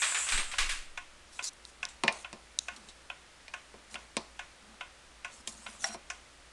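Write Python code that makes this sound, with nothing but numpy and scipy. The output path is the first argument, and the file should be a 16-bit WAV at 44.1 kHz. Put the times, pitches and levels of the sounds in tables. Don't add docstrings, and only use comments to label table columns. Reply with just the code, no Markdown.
import sys
import numpy as np
from scipy import signal
from scipy.fft import rfft, irfft, next_fast_len
from scipy.io import wavfile
from scipy.ndimage import uniform_filter1d

SR = 44100
rng = np.random.default_rng(int(sys.argv[2]) if len(sys.argv) > 2 else 0)


def master_out(mix):
    frames = np.transpose(np.atleast_2d(mix))
    ceiling = np.clip(frames, -1, 1)
    pcm = np.round(ceiling * 32767).astype(np.int16)
    wavfile.write(sys.argv[1], SR, pcm)


N = 287532
TIME = np.arange(N) / SR
AGE = TIME[:SR // 2]

FIRST_TICK_S, SWING_S, TOCK_AFTER_S = 0.1201, 0.85438, 0.4168
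# strength of one beat in dB, in turn.
TEETH_DB = [-0.31, -.5, -0.078, 1.6, 1.5, -1.8, 0.5, -1.2, -0.87, -.7, -1.2, 1.6, 0.099, -0.92, -0.92]
# level in dB, metallic edge in dB relative to that level.
PALLET_BLOWS = [(-34, -14), (-36.2, -22.5)]
# frequency in Hz, tick level in dB, tock level in dB, t60 in seconds.
CLOCK_MODES = [(570.4, -17.5, -9.5, 0.2), (714, -5, -5.5, 0.13), (785, -31, -4.5, 0.054),
               (1005, -12.5, -2.5, 0.15), (1075, -1.5, -3.5, 0.13), (1380, -43, 5.5, 0.056),
               (1460, -1.5, -1.5, 0.16), (1523, -1, 0, 0.11), (1605, 3, -25, 0.041), (1730, -3, -22, 0.12),
               (1950, -12, -31, 0.17), (2150, -3, -3, 0.11), (2440, -1, 0, 0.078), (2565, -5.5, -7, 0.16),
               (2740, -3, 0, 0.087), (3040, -15, 0, 0.066), (3370, -1, 5.5, 0.026)]
# frequency in Hz, gain in dB.
MOVEMENT_COLOUR = [(250, -34), (430, -25), (600, -9.5), (1050, -2.5), (1500, -8.5), (1900, -4),
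                   (2500, -2.5), (3100, -5.5), (3700, -9), (4300, -23), (9000, -37)]
# frequency in Hz, gain in dB.
PALLET_COLOUR = [(2500, -33), (4200, -2), (5600, 9.5), (7500, 5.5), (9200, -1.5), (10500, -9), (12000, -41)]
# time in seconds, level in dB relative to the beat.
PING_LEVEL = [(0.5, -10), (1.4, -2.5), (3.9, -4.5), (4.5, -11)]
PLATE_HZ, PLATE_T60_S = 2557, 0.016
DOOR_OPEN_S, OPEN_EDGE_DB = 5.8, 9

# start in seconds, level in dB, frequency the contact
# excites most in Hz, loss below that in dB per octave.
KNOCKS = [(0.386, -45.5, 330, 4), (2.0362, -26.5, 900, 2.5), (2.0799, -18.5, 2050, 8),
          (2.329, -45, 560, 1.1), (3.481, -46.5, 2700, 6), (3.741, -48.5, 520, 3.8), (3.943, -44, 2580, 3),
          (4.1679, -34, 800, 0.24), (5.475, -42, 8000, 2), (5.9451, -41, 700, 4)]
TREBLE_STEEPER = 1.55
# low edge in Hz, high edge in Hz, t60 in seconds, snap strength (a plain
# factor against the ring), room in dB, panel modes in dB.
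REGISTERS = [(134, 550, 0.093, 9.9, -14.5, -1), (467, 1310, 0.073, 4.3, -5, 1.5),
             (1720, 3050, 0.081, 13, -16.5, -4.5), (3180, 6030, 0.066, 4.6, -13.5, -48),
             (6450, 9700, 0.03, 8.7, -19, -50)]
# frequency in Hz, level in dB, t60 in seconds.
PANEL_MODES = [(156, -7, 0.11), (224, -1, 0.13), (330, -15, 0.11), (367, -6.5, 0.17), (541, -7, 0.12),
               (570, -3, 0.093), (673, -1.5, 0.12), (730, -1.5, 0.058), (915, 1, 0.083), (1058, -0.5, 0.11),
               (1470, -4, 0.08), (1782, -7, 0.073), (2420, 0.5, 0.066)]

# start in seconds, level in dB.
DOOR_STOP = (5.8425, -27)
# frequency in Hz, level in dB, t60 in seconds.
DOOR_MODES = [(657, -12.5, 0.14), (785, -9.5, .12), (1080, -9, 0.048), (1445, -12, 0.089), (1750, 2, 0.018),
              (1926, 1, 0.033), (2050, -5, 0.043), (2860, -17, .03), (3480, -11, 0.04), (3910, -6, 0.031),
              (5590, 3, 0.055)]
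# frequency in Hz, width in Hz, level in dB.
HINGE_RESONANCES = [(5647, 39, -0.5), (4130, 200, -8), (710, 48, -3.5), (1490, 73, -7)]
SQUEAK_START_S, SQUEAK_END_S, SQUEAK_DB, SQUEAK_FADE_DB_PER_S = 5.83, 5.962, -43, 55
# time in seconds, level in dB.
SCRAPE_EFFORT = [(5.495, -49), (5.555, -57), (5.767, -57), (5.783, -60), (5.829, -42), (5.887, -42),
                 (5.895, -57), (5.941, -50), (5.95, -56)]
SCRAPE_START_S, SCRAPE_END_S = 5.476, 5.956
SCRAPE_HISS_DB, SCRAPE_GROAN_DB = 1.5, -60
SCRAPE_RASP_HZ, RUB_RASP_HZ = 7200, 5870

# start in seconds, end in seconds, hiss in dB, low groan in dB.
RUBS = [(1.323, 1.421, -54, -84), (1.431, 1.491, -38, -76), (1.652, 1.706, -59, -82),
        (2.116, 2.235, -54, -67), (2.612, 2.685, -63, -83), (2.724, 2.9, -64, -59), (3.903, 3.96, -54, -56),
        (3.98, 4.05, -66, -59), (4.618, 4.754, -82, -61.5), (5.31, 5.414, -57.5, -65)]
# frequency in Hz, gain in dB.
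SKIN_COLOUR = [(300, -43), (1000, -15), (2500, -4), (4000, 3.5), (6000, 1.5), (8500, 5), (10200, 2.5),
               (12500, -10)]
# frequency in Hz, gain in dB.
GROAN_COLOUR = [(100, -13), (170, -11.5), (220, 10.5), (290, -12.5), (600, -8.5), (1200, -5), (3000, -25)]
# start in seconds, level in dB, t60 in seconds,
# tilt in dB per octave, ring of the touched spot in Hz.
CLICKS = [(1.426, -48.5, 0.007, -9.5, 6500), (1.533, -57, .02, 8, 9900), (1.652, -46.5, 0.0049, 4, 4500),
          (1.8528, -36.5, 0.0045, -2.5, 5430), (1.887, -47.5, 0.19, 1, 7660),
          (2.077, -42, 0.012, -11, 7500), (2.125, -44, .025, 1, 9500), (2.5887, -26.5, 0.008, -1, 6400),
          (2.763, -49, 0.051, 1, 2700), (2.887, -47, 0.12, -1, 2400), (5.4743, -37, 0.025, 4.5, 3230),
          (5.666, -47, 0.043, -10.5, 3380)]
# frequency in Hz, gain in dB.
SHELL_COLOUR = [(500, -31.5), (2000, -19.5), (2900, -7), (3850, 7), (4800, -3), (5600, 2), (6600, -0.5),
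                (7800, -0.5), (9800, -6.5), (12500, -18)]

# start in seconds, level in dB, tilt in dB per octave.
CLATTERS = [(0.019, -27.5, 0.5), (0.145, -31.5, -0.5), (0.266, -40.5, -1.5), (0.287, -33, 2.5),
            (0.321, -29.5, 0.8), (0.375, -32.5, -.5), (0.514, -40, 2.5), (0.5827, -26.5, 1.5),
            (0.6916, -32.5, 2.5)]
# frequency in Hz, gain in dB.
CLATTER_COLOUR = [(150, -33), (400, -15.5), (800, -5), (1300, 0), (2400, 2.5), (3600, -2), (5500, -7.5),
                  (8000, -7.5), (10300, -15), (12000, -18.5)]
CLATTER_T60_S = 0.41
# frequency in Hz, gain in dB.
RUSTLE_COLOUR = [(300, -39), (1000, -16), (2500, -9), (4000, -15), (5800, -15), (6900, -2.5), (7700, 1.5),
                 (8400, 1.5), (9300, -7.5), (10400, -10.5), (12000, -19)]
RUSTLE_DB, RUSTLE_END_S, RUSTLE_T60_S = -35, 0.36, 0.55
# start in seconds, level in dB, t60 in seconds.
JERKS = [(0.315, -24.5, 0.52), (0.575, -31, 1.12)]
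JERK_RISE_S = 0.035
# frequency in Hz, gain in dB.
RUMBLE_COLOUR = [(5, -10), (13, -1.5), (22, -8.5), (36, -25), (70, -34.5), (130, -45.5), (350, -44.5),
                 (700, -66)]

# frequency in Hz, gain in dB.
ROOM_TONE_COLOUR = [(47, -35), (80, 4), (87, -14), (112, -5), (287, -8), (402, -9.5), (574, -2.5),
                    (624, -5.5), (910, -5.5), (1080, -6), (1200, -4), (2110, -6), (3340, -9), (9530, -16.5),
                    (12000, -29.5), (15600, -62), (22000, -120)]
ROOM_TONE_DB, HUM_HZ, HUM_DB = -58, 56.6, -65.5
ROOM_T60_S = 0.36
CUTOFF_HZ = 12000


def from_db(db):
    return 10 ** (np.asarray(db) / 20)


def rms_one(x):
    return x / np.sqrt(np.mean(x ** 2) + 1e-20)


def unit_hit(x):
    return x / np.sqrt(np.sum(x ** 2) / (SR / 100) + 1e-20)


def add(out, s, sound):
    i = max(round(s * SR), 0)
    out[i:i + len(sound)] += sound[:max(N - i, 0)]


def dying(t60):
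    return np.exp(-np.log(1000) * AGE / max(t60, 1e-3))


def burst(t60):
    return rng.standard_normal(len(AGE)) * dying(t60)


def struck(hz, db, t60):
    decays = np.array([dying(t) for t in t60])
    phases = rng.random((len(hz), 1))
    sines = np.sin(2 * np.pi * (hz[:, None] * AGE + phases))
    return from_db(db) @ (decays * sines)


def coloured(x, spectrum, tilt_db=0):
    size = 2 * next_fast_len(len(x) // 2 + 2048)
    hz, db = np.transpose(spectrum)
    octaves = np.log2(np.maximum(np.fft.rfftfreq(size, 1 / SR), 1))
    tilted_db = db + tilt_db * np.log2(hz / hz.mean())
    gain = from_db(np.interp(octaves, np.log2(hz), tilted_db))
    cepstrum = irfft(np.log(gain))
    cepstrum[1:size // 2] *= 2
    cepstrum[size // 2 + 1:] = 0
    response = np.exp(rfft(cepstrum))
    return irfft(rfft(x, size) * response)[:len(x)]


def resonate(x, hz, width_hz):
    r = np.exp(-np.pi * width_hz / SR)
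    zeros = np.array([1, 0, -1]) * (1 - r * r) / 2
    poles = [1, -2 * r * np.cos(2 * np.pi * hz / SR), r * r]
    return signal.lfilter(zeros, poles, x)


def friction(spectrum, grain_db, patchy_db):
    grip = rms_one(uniform_filter1d(rng.standard_normal(N), size=60))
    grains = rng.standard_normal(N) * from_db(grain_db * grip)
    slips = signal.stft(grains, nperseg=512)[2]
    patches = uniform_filter1d(rng.standard_normal(slips.shape), size=4, axis=0)
    patches = uniform_filter1d(patches, size=9, axis=1)
    uneven = signal.istft(slips * from_db(patchy_db * rms_one(patches)), nperseg=512)[1][:N]
    return rms_one(coloured(uneven, spectrum))


def stroke(start, end, grip_s, lift_s):
    grip = np.clip((TIME - start) / grip_s + .5, 0, 1)
    lift = np.clip((end - TIME) / lift_s + .5, 0, 1)
    return grip * lift


def room_tail(build_s=0.014):
    return unit_hit(burst(ROOM_T60_S) * (1 - np.exp(-AGE / build_s)))


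def beats():
    for k, tooth_db in enumerate(TEETH_DB):
        s = FIRST_TICK_S + k // 2 * SWING_S + k % 2 * TOCK_AFTER_S
        db, edge_db = PALLET_BLOWS[k % 2]
        open_db = OPEN_EDGE_DB * (s > DOOR_OPEN_S)
        ping_db = np.interp(s, *np.transpose(PING_LEVEL))
        yield s, db + tooth_db, edge_db + open_db, ping_db


def escapement(drop_s=0.001295, release_db=-14, ring_db=-3, brass_db=-8, brass_t60=0.042,
               edge_t60=0.054, room_db=-12, edge_room_db=-9, vary_db=0.4):
    out = np.zeros(N)
    hz, tick_db, tock_db, t60 = np.transpose(CLOCK_MODES)
    follow = 1 - np.exp(-AGE / 0.00047)
    ping = unit_hit(np.sin(2 * np.pi * PLATE_HZ * AGE) * dying(PLATE_T60_S) * follow)
    for k, (s, db, edge_db, ping_db) in enumerate(beats()):
        modes_db = (tock_db if k % 2 else tick_db) + rng.normal(0, vary_db, len(hz))
        ring = unit_hit(follow * struck(hz, modes_db, t60))
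        brass = unit_hit(coloured(burst(brass_t60), MOVEMENT_COLOUR))
        room = unit_hit(coloured(room_tail(), MOVEMENT_COLOUR))
        scratch = unit_hit(burst(edge_t60)) + from_db(edge_room_db) * room_tail()
        edge = unit_hit(coloured(scratch, PALLET_COLOUR))
        release = unit_hit(coloured(burst(0.0019), MOVEMENT_COLOUR, tilt_db=3.5))
        slip = from_db(release_db) * release + from_db(edge_db) * edge
        landing = from_db(ping_db) * ping + from_db(ring_db) * ring
        landing += from_db(brass_db) * brass + from_db(room_db) * room
        add(out, s, from_db(db) * slip)
        add(out, s + drop_s, from_db(db) * landing)
    return out


def knocks(chatter_t60=0.012, chatter=0.22):
    out = np.zeros(N)
    centres_hz = np.array([np.sqrt(low * high) for low, high, *_ in REGISTERS])
    for s, level_db, contact_hz, loss_db in KNOCKS:
        octaves = np.log2(centres_hz / contact_hz)
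        levels_db = level_db - loss_db * np.maximum(-octaves, TREBLE_STEEPER * octaves)
        panels = struck(*np.transpose(PANEL_MODES))
        for db, (low_hz, high_hz, t60, snap, room_db, panels_db) in zip(levels_db, REGISTERS):
            blow = burst(t60) + chatter * snap * burst(chatter_t60)
            blow[0] += 2 * snap
            blow = unit_hit(blow) + from_db(room_db) * room_tail()
            register = signal.butter(2, [low_hz, high_hz], "band", fs=SR, output="sos")
            once = signal.sosfilt(register, [blow, panels])
            dense, ring = signal.sosfilt(register, once)
            knock = unit_hit(dense) + from_db(panels_db) * unit_hit(ring)
            add(out, s, from_db(db) * unit_hit(knock))
    return out


def door(room_db=-14):
    squeak = sum(from_db(db) * rms_one(resonate(rng.standard_normal(N), hz, width_hz))
                 for hz, width_hz, db in HINGE_RESONANCES)
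    squeak_db = SQUEAK_DB - SQUEAK_FADE_DB_PER_S * np.maximum(TIME - SQUEAK_START_S, 0)
    swing = stroke(SQUEAK_START_S, SQUEAK_END_S, grip_s=.04, lift_s=0.016)
    out = swing * from_db(squeak_db) * rms_one(squeak)
    s, db = DOOR_STOP
    room = unit_hit(coloured(room_tail(), MOVEMENT_COLOUR))
    clack = unit_hit(struck(*np.transpose(DOOR_MODES))) + from_db(room_db) * room
    add(out, s, from_db(db) * clack)
    return out


def rubs(grip_s=0.02, lift_s=0.012, rasp_db=-4, rasp_width_hz=2400, uneven_db=1.5):
    out = np.zeros(N)
    slips = friction(SKIN_COLOUR, grain_db=2, patchy_db=4)
    groan = friction(GROAN_COLOUR, grain_db=4, patchy_db=2.5)
    skin, wood = [rms_one(slips + from_db(rasp_db) * rms_one(resonate(slips, hz, rasp_width_hz)))
                  for hz in (RUB_RASP_HZ, SCRAPE_RASP_HZ)]
    for start, end, hiss_db, groan_db in RUBS:
        rub = from_db(hiss_db) * skin + from_db(groan_db) * groan
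        out += stroke(start, end, grip_s, lift_s) * rub
    effort_db = np.interp(TIME, *np.transpose(SCRAPE_EFFORT))
    scrape = from_db(effort_db + SCRAPE_HISS_DB) * wood + from_db(SCRAPE_GROAN_DB) * groan
    out += stroke(SCRAPE_START_S, SCRAPE_END_S, grip_s, lift_s) * scrape
    unsteady = rms_one(uniform_filter1d(rng.standard_normal(N), size=900))
    return out * from_db(uneven_db * unsteady)


def finger_clicks(room_db=-23, snap=4.7, spot_db=7, spot_width_hz=700):
    out = np.zeros(N)
    for s, db, t60, tilt_db, spot_hz in CLICKS:
        click = burst(t60)
        click[0] += snap
        click = unit_hit(click) + from_db(room_db) * room_tail()
        click = click + from_db(spot_db) * resonate(click, spot_hz, spot_width_hz)
        add(out, s, from_db(db) * unit_hit(coloured(click, SHELL_COLOUR, tilt_db)))
    return out


def clatter(contact_db=-13, swell_s=0.00075, ring_db=-11.02, rattle_db=0.5):
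    out = np.zeros(N)
    for s, db, tilt_db in CLATTERS:
        hz = np.exp(rng.uniform(np.log(1000), np.log(6000), size=30))
        ring = unit_hit(struck(hz, rng.normal(0, 1.2, len(hz)), np.full(len(hz), CLATTER_T60_S)))
        shake = rms_one(uniform_filter1d(rng.standard_normal(len(AGE)), size=200))
        tail = unit_hit(burst(CLATTER_T60_S) * from_db(rattle_db * shake))
        contact = unit_hit(burst(0.036))
        bump = tail + from_db(ring_db) * ring + from_db(contact_db) * contact
        sound = coloured(bump * (1 - np.exp(-AGE / swell_s)), CLATTER_COLOUR, tilt_db)
        add(out, s, from_db(db) * sound / np.std(sound[:SR // 50]))
    rustle_db = RUSTLE_DB - 60 * np.maximum(TIME - RUSTLE_END_S, 0) / RUSTLE_T60_S
    return out + from_db(rustle_db) * friction(RUSTLE_COLOUR, grain_db=-1.0, patchy_db=4.0)


def rumble():
    swing = coloured(rng.standard_normal(N), RUMBLE_COLOUR)
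    even = swing / np.sqrt(uniform_filter1d(swing ** 2, size=4000) + 1e-20)
    push = np.zeros(N)
    for s, db, t60 in JERKS:
        rise = np.clip((TIME - s) / JERK_RISE_S, 0, 1)
        push += rise * from_db(db - 60 * np.maximum(TIME - s, 0) / t60)
    return push * even


def background(waver=0.45, waver_width_hz=18, deep_db=-64):
    hiss = rms_one(coloured(rng.standard_normal(N), ROOM_TONE_COLOUR, tilt_db=0.23))
    narrow = resonate(rng.standard_normal(N), HUM_HZ, waver_width_hz)
    flutter = rms_one(resonate(narrow, HUM_HZ, waver_width_hz))
    hum = rms_one(np.sin(2 * np.pi * HUM_HZ * TIME) + waver * flutter)
    deep = rms_one(coloured(rng.standard_normal(N), RUMBLE_COLOUR, tilt_db=6))
    return from_db(ROOM_TONE_DB) * hiss + from_db(HUM_DB) * hum + from_db(deep_db) * deep


def scene():
    clock = escapement() + knocks() + door()
    hands = rubs() + finger_clicks()
    room = clatter() + rumble() + background()
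    return (clock + hands + room)[None]


def record(dry, top_db=-11):
    dulled = coloured(dry[0], [(10300, 0.021), (11000, top_db)])
    cutoff = signal.ellip(10, .1, 80, CUTOFF_HZ, fs=SR, output="sos")
    return signal.sosfilt(cutoff, dulled)[None]


dry = scene()
out = record(dry)
master_out(out)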